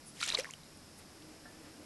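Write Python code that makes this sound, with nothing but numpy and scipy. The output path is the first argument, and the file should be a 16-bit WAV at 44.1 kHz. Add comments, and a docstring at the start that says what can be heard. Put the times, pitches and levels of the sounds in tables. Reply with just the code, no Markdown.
"""A frog's splash at night

A frog kicks off across a backyard pool and makes one short splash, close by.
Trapped air bubbles ring and rise in pitch amid a patter of spray; one big bubble plops as the
water closes. Behind it are a quiet hiss, a fading hum, a distant low drone that grows,
a few faint swishes and one faint metallic tink."""
import sys
import numpy as np
from scipy import signal
from scipy.fft import rfft, irfft
from scipy.io import wavfile

SR = 44100
rng = np.random.default_rng(int(sys.argv[2]) if len(sys.argv) > 2 else 0)


def dump(signal):
    """Clip the signal to [-1, 1] and save it as 16-bit WAV at the path in sys.argv[1]."""
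    limited = np.clip(np.atleast_2d(signal).T, -1, 1)
    pcm = np.round(limited * 32767).astype(np.int16)
    wavfile.write(sys.argv[1], SR, pcm)


N = 81585
T = np.arange(N) / SR
HZ = np.fft.rfftfreq(N, 1 / SR)

# Tone colour of the hiss: pitch_hz, level_db
HISS_COLOUR = [(20, -7), (50, -8.5), (92, 1.5), (120, -6.5), (160, -3), (210, 0), (260, 0), (310, -3),
               (380, -6.5), (600, -8.5), (1000, -12), (2200, -15), (2900, -17), (3600, -17), (4500, -15),
               (5150, -10), (5550, -13), (6100, -17.5), (11500, -19.5)]
# Loudness of the hum: time_s, level_db
HUM_LEVEL = [(0, -69), (.15, -66), (.6, -67), (1, -70), (1.85, -78.5)]
# Tone colour of the drone's noise: pitch_hz, level_db
DRONE_COLOUR = [(120, -28), (230, 3), (400, 1.5), (600, -1.5), (1000, -10.5), (2500, -12), (5000, -22.5)]
# Loudness of the drone: time_s, level_db
DRONE_LEVEL = [(0, -72), (.95, -70), (1.15, -60.5), (1.27, -59.5), (1.335, -55.5), (1.39, -60), (1.56, -60),
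               (1.65, -56), (1.73, -59.5), (1.81, -56.5), (1.85, -59)]
# Faint swishes: peak_s, width_s, level_db, pitch_hz, width_hz
SWISHES = [(.083, 0.017, -54.5, 10000, 613), (.085, 0.021, -60.5, 7900, 2540),
           (.988, 0.012, -58.5, 9600, 2300), (1.008, 0.014, -61, 2000, 2500),
           (1.667, 0.022, -62.5, 1500, 1400)]
# How much water is thrown about: time_s, level_db
SPLASH_LEVEL = [(.1, -110), (.16, -60), (.195, -52), (.212, -39), (.222, -41), (.236, -35.5), (.257, -41.5),
                (.270, -45), (.276, -38), (.283, -41), (.292, -32.5), (.312, -45), (.331, -39.5),
                (.350, -43.5), (.366, -48.5), (.381, -44.5), (.392, -34.5), (.414, -48), (.432, -55.5),
                (.48, -57), (.53, -62), (.62, -120)]
# Tone colour of the droplets: pitch_hz, level_db
DROP_COLOUR = [(250, -24), (850, -23), (1250, -1), (2400, 4), (3800, 1.5), (5600, 1.5), (7500, -4.5),
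               (10000, -7), (12000, -18)]
# Tone colour of the finest spray: pitch_hz, level_db
MIST_COLOUR = [(2500, -15), (5000, -4), (7500, 2), (10000, 1), (12000, -5)]
# Single air bubbles (ring_s is the time to fade by 60 dB):
# start_s, pitch_hz, level_db, ring_s, rise_octaves_per_s, snap_0_to_1
BUBBLES = [ (.1688, 2700, -49.5, 0.028, 80, .1), (0.195, 5100, -44, .018, 5, .1),
           (0.2076, 4000, -30, .005, 20, .1), (0.2131, 4530, -28, .004, 20, 0.56),
           (0.2132, 1320, -34, 0.013, 13, 0.2), (.2280, 2340, -25, 0.008, 10, 0.1),
           (0.2277, 1346, -29.5, 0.036, 11, 0.3), (.2291, 3870, -24.5, 0.0095, 20, 0),
           (.2382, 7330, -30, 0.013, 10, 0.1), (.2473, 6400, -36, .008, 10, .2),
           (0.2632, 7100, -27.5, 0.0074, 5, 0.6), (0.277, 4000, -30, 0.0049, 20, 1),
           (0.2805, 3140, -34, 0.032, 29, 0.2), (.2870, 3630, -27, 0.0026, 20, 0),
           (0.2906, 5550, -24, 0.0037, 20, 0.55), (0.3019, 3810, -21, 0.0082, 35, .03),
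           (0.3119, 2300, -35.5, 0.024, 45, .1), (0.3232, 3805, -24, 0.015, 20, 0),
           (.3365, 590, -40.5, 0.12, 7.75, 0), (.3368, 958, -39, 0.074, 10, .1),
           (0.343, 5950, -31.5, 0.011, 13, .8), (.3450, 1100, -36.5, 0.021, 22, 0),
           (0.3473, 3680, -20, 0.018, 25, 0), (0.3507, 4230, -14.5, 0.0058, 12, 0),
           (0.3533, 3850, -23.5, 0.0083, 16, 0.05), (0.3715, 7800, -35, .006, 10, 0),
           (0.3738, 2200, -27.5, .013, 3, 0.17), (0.38, 7500, -34, 0.011, 15, .1),
           (.3870, 1980, -34, 0.027, 11, 0.8), (0.3861, 486.4, -31, 0.099, 9.5, 0.7),
           (.3870, 340, -40.5, 0.018, 11, 0), (0.3976, 5050, -27.5, 0.0033, 20, 0.8),
           (.4070, 5500, -31, 0.0078, 60, 0), (0.436, 5400, -40, 0.019, 5, .1),
           (.4451, 1920, -29, 0.0038, 10, 0.33), (0.453, 1610, -38.5, 0.059, 57, 0.1),
           (0.4679, 1080, -48.5, 0.069, 4.3, .05), (0.49, 998, -43.5, 0.038, 15, .05),
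           (.5015, 2030, -46, .045, 55, 0.1), (0.5096, 6750, -28.5, 0.0019, 47, 0.16),
           (0.5371, 3030, -36.5, 0.014, 4.2, 1), (0.6342, 3940, -46.5, 0.0068, 10, .1),
           (0.7722, 10000, -47, 0.0093, 5, 0.2), (1.2238, 3600, -43, 0.0026, 10, .3)]
# Tone colour of the churned water: pitch_hz, level_db
GURGLE_COLOUR = [(120, -10), (280, -4.5), (550, -0.5), (1050, -1), (1600, -11), (3000, -23)]
# Loudness of the churned water: time_s, level_db
GURGLE_LEVEL = [(.2, -110), (.262, -64), (.277, -51), (.31, -54), (.345, -52), (.39, -50.5), (.42, -62),
                (.5, -68), (.62, -120)]
# The notes that ring in the metal: pitch_hz, relative_level_db, ring_s
METAL_NOTES = [(1757, -2, 0.28), (1820, -3, 0.042), (1373, -9, 0.19), (1596, -1, .06), (715, -4, 0.14),
               (593, -6, 0.063)]


def amp(db):
    """Turns decibels into a number to multiply by."""
    return 10 ** (np.asarray(db) / 20)


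def unit(x):
    """Scales a sound to an average strength (rms) of 1."""
    return x / np.sqrt(np.mean(x ** 2) + 1e-20)


def level(points):
    """A loudness curve through (time_s, level_db) points."""
    return amp(np.interp(T, *np.transpose(points)))


def swell(peak_s, width_s):
    """A smooth rise and fall."""
    return np.exp(-.5 * ((T - peak_s) / width_s) ** 2)


def colour(x, points):
    """Shapes the lows and highs of a sound, at strength 1."""
    hz, db = np.transpose(points)
    gain = amp(np.interp(np.log(HZ + 1), np.log(hz), db))
    return unit(irfft(rfft(x) * gain, N))


def band(hz, width_hz):
    """Noise around one pitch; around 0 Hz it is a random wobble."""
    gain = np.exp(-.5 * ((HZ - hz) / width_hz) ** 2)
    return unit(irfft(rfft(rng.standard_normal(N)) * gain, N))


def add(mix, start_s, sound):
    """Mixes a sound in at its start time."""
    part = mix[max(round(start_s * SR), 0):][:len(sound)]
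    part += sound[:len(part)]


def tone(hz, waver_hz, flutter):
    """A tone of unsteady pitch and strength."""
    cycles = np.cumsum(hz + waver_hz * band(0, 11)) / SR
    return unit((1 + flutter * band(0, 11)) * np.sin(2 * np.pi * cycles))


def hiss():
    """The quiet, steady hiss of the night."""
    return amp(-55.5) * colour(rng.standard_normal(N), HISS_COLOUR)


def hum():
    """A low hum that fades."""
    return level(HUM_LEVEL) * tone(hz=151, waver_hz=2.96, flutter=.14)


def drone():
    """A distant rumble and a wavering tone grow together."""
    rumble = colour(rng.standard_normal(N), DRONE_COLOUR)
    note = tone(hz=313, waver_hz=14.55, flutter=.67)
    return level(DRONE_LEVEL) * amp(-3) * (rumble + note)


def swishes():
    """Faint puffs of noise come and go."""
    return sum(amp(db) * swell(peak_s, width_s) * band(hz, width_hz)
               for peak_s, width_s, db, hz, width_hz in SWISHES)


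def ring(hz, ring_s, octaves_per_s):
    """An air bubble swells, then fades while its pitch climbs, until it surfaces."""
    t = np.arange(0, 1.4 * ring_s, 1 / SR)
    cycles = np.cumsum(np.minimum(hz * 2 ** (octaves_per_s * t), SR / 2)) / SR
    peak_s, pop_s = 1.1 / hz, .0022
    surface_s = .43 / octaves_per_s  # it pops after climbing .43 octaves
    onset = np.sin(np.pi / 2 * np.minimum(t / peak_s, 1))
    fade = amp(-60 * np.maximum(t - peak_s, 0) / ring_s)
    cut_off = np.exp(-np.maximum(t - surface_s, 0) / pop_s)
    return onset * fade * cut_off * np.sin(2 * np.pi * cycles)


def patter(low_hz, high_hz, density, sizes=30):
    """A random shower of tiny bubbles; the smaller, higher ones come more often."""
    out = np.zeros(N)
    for hz in np.geomspace(low_hz, high_hz, sizes):
        per_s = density / sizes * np.sqrt(hz / 2000)
        strength = amp(3.5 * np.minimum(rng.exponential(1, N), 3.5))
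        hits = strength * (rng.random(N) < per_s / SR) * rng.choice([-1, 1], N)
        fade_s = 1.97 / hz  # falls to about a third in two cycles
        bubble = ring(hz, ring_s=np.log(1000) * fade_s, octaves_per_s=.06 / fade_s)
        out += np.sqrt(hz) * unit(signal.oaconvolve(hits, bubble)[:N])
    return out


def spray():
    """The kick throws up hundreds of droplets and a fine mist."""
    drops = colour(patter(982, 12170, density=3800), DROP_COLOUR)
    mist = colour(patter(3100, 11500, density=3800), MIST_COLOUR)
    return amp(-2) * level(SPLASH_LEVEL) * drops + amp(-55) * swell(peak_s=.24, width_s=.059) * mist


def bubbles(click_hz=5540, fizz_s=.0012, fizz_above_hz=3500):
    """Trapped air pinches off with a click and a trace of bright fizz, then rings."""
    out, t = np.zeros(N), T[:256]
    click = np.sin(2 * np.pi * click_hz * t) * (t * click_hz < 1)  # one cycle
    bright = signal.butter(2, fizz_above_hz, "high", fs=SR)
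    for start_s, hz, db, ring_s, octaves_per_s, snap in BUBBLES:
        fizz = .6 * np.exp(-t / fizz_s) * signal.lfilter(*bright, rng.standard_normal(len(t)))
        add(out, start_s, amp(db) * ring(hz, ring_s, octaves_per_s))
        add(out, start_s, amp(db + 1.5) * snap * (click + fizz))
    return out


def gurgle():
    """Low bubbles churn in the water behind the legs."""
    return level(GURGLE_LEVEL) * colour(patter(249, 1560, density=2500), GURGLE_COLOUR)


def heave():
    """The heaving surface gives a soft, very low puff."""
    return amp(-63.5) * swell(peak_s=.33, width_s=.05) * band(hz=30, width_hz=15)


def tink(start_s=1.453, rise_s=.0028):
    """Something small and metallic is touched once and rings."""
    out = np.zeros(N)
    notes = sum(amp(db - 60 * T / ring_s) * np.sin(2 * np.pi * hz * T) for hz, db, ring_s in METAL_NOTES)
    add(out, start_s, amp(-49.5) * notes * np.minimum(T / rise_s, 1))
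    return out


def yard(x, ring_s=.3, rise_s=.0013):
    """Adds the faint echo of the open yard."""
    fade = amp(-60 * T / ring_s) * np.minimum(T / rise_s, 1)
    echo = unit(rng.standard_normal(N) * fade) / np.sqrt(N)
    return x + amp(-20) * signal.fftconvolve(x, echo)[:N]


def scene():
    """All the sounds together, the same on the left and right."""
    night = hiss() + hum() + drone() + swishes()
    splash = bubbles() + spray() + gurgle()
    mono = night + yard(splash + tink()) + heave()
    return np.array([mono, mono])


def record(dry):
    """Cuts away the treble above 11900 Hz."""
    treble_cut = signal.firwin(401, 11900, window=("kaiser", 8), fs=SR)
    return signal.oaconvolve(dry, treble_cut[None], "same")


dry = scene()
out = record(dry)
dump(out)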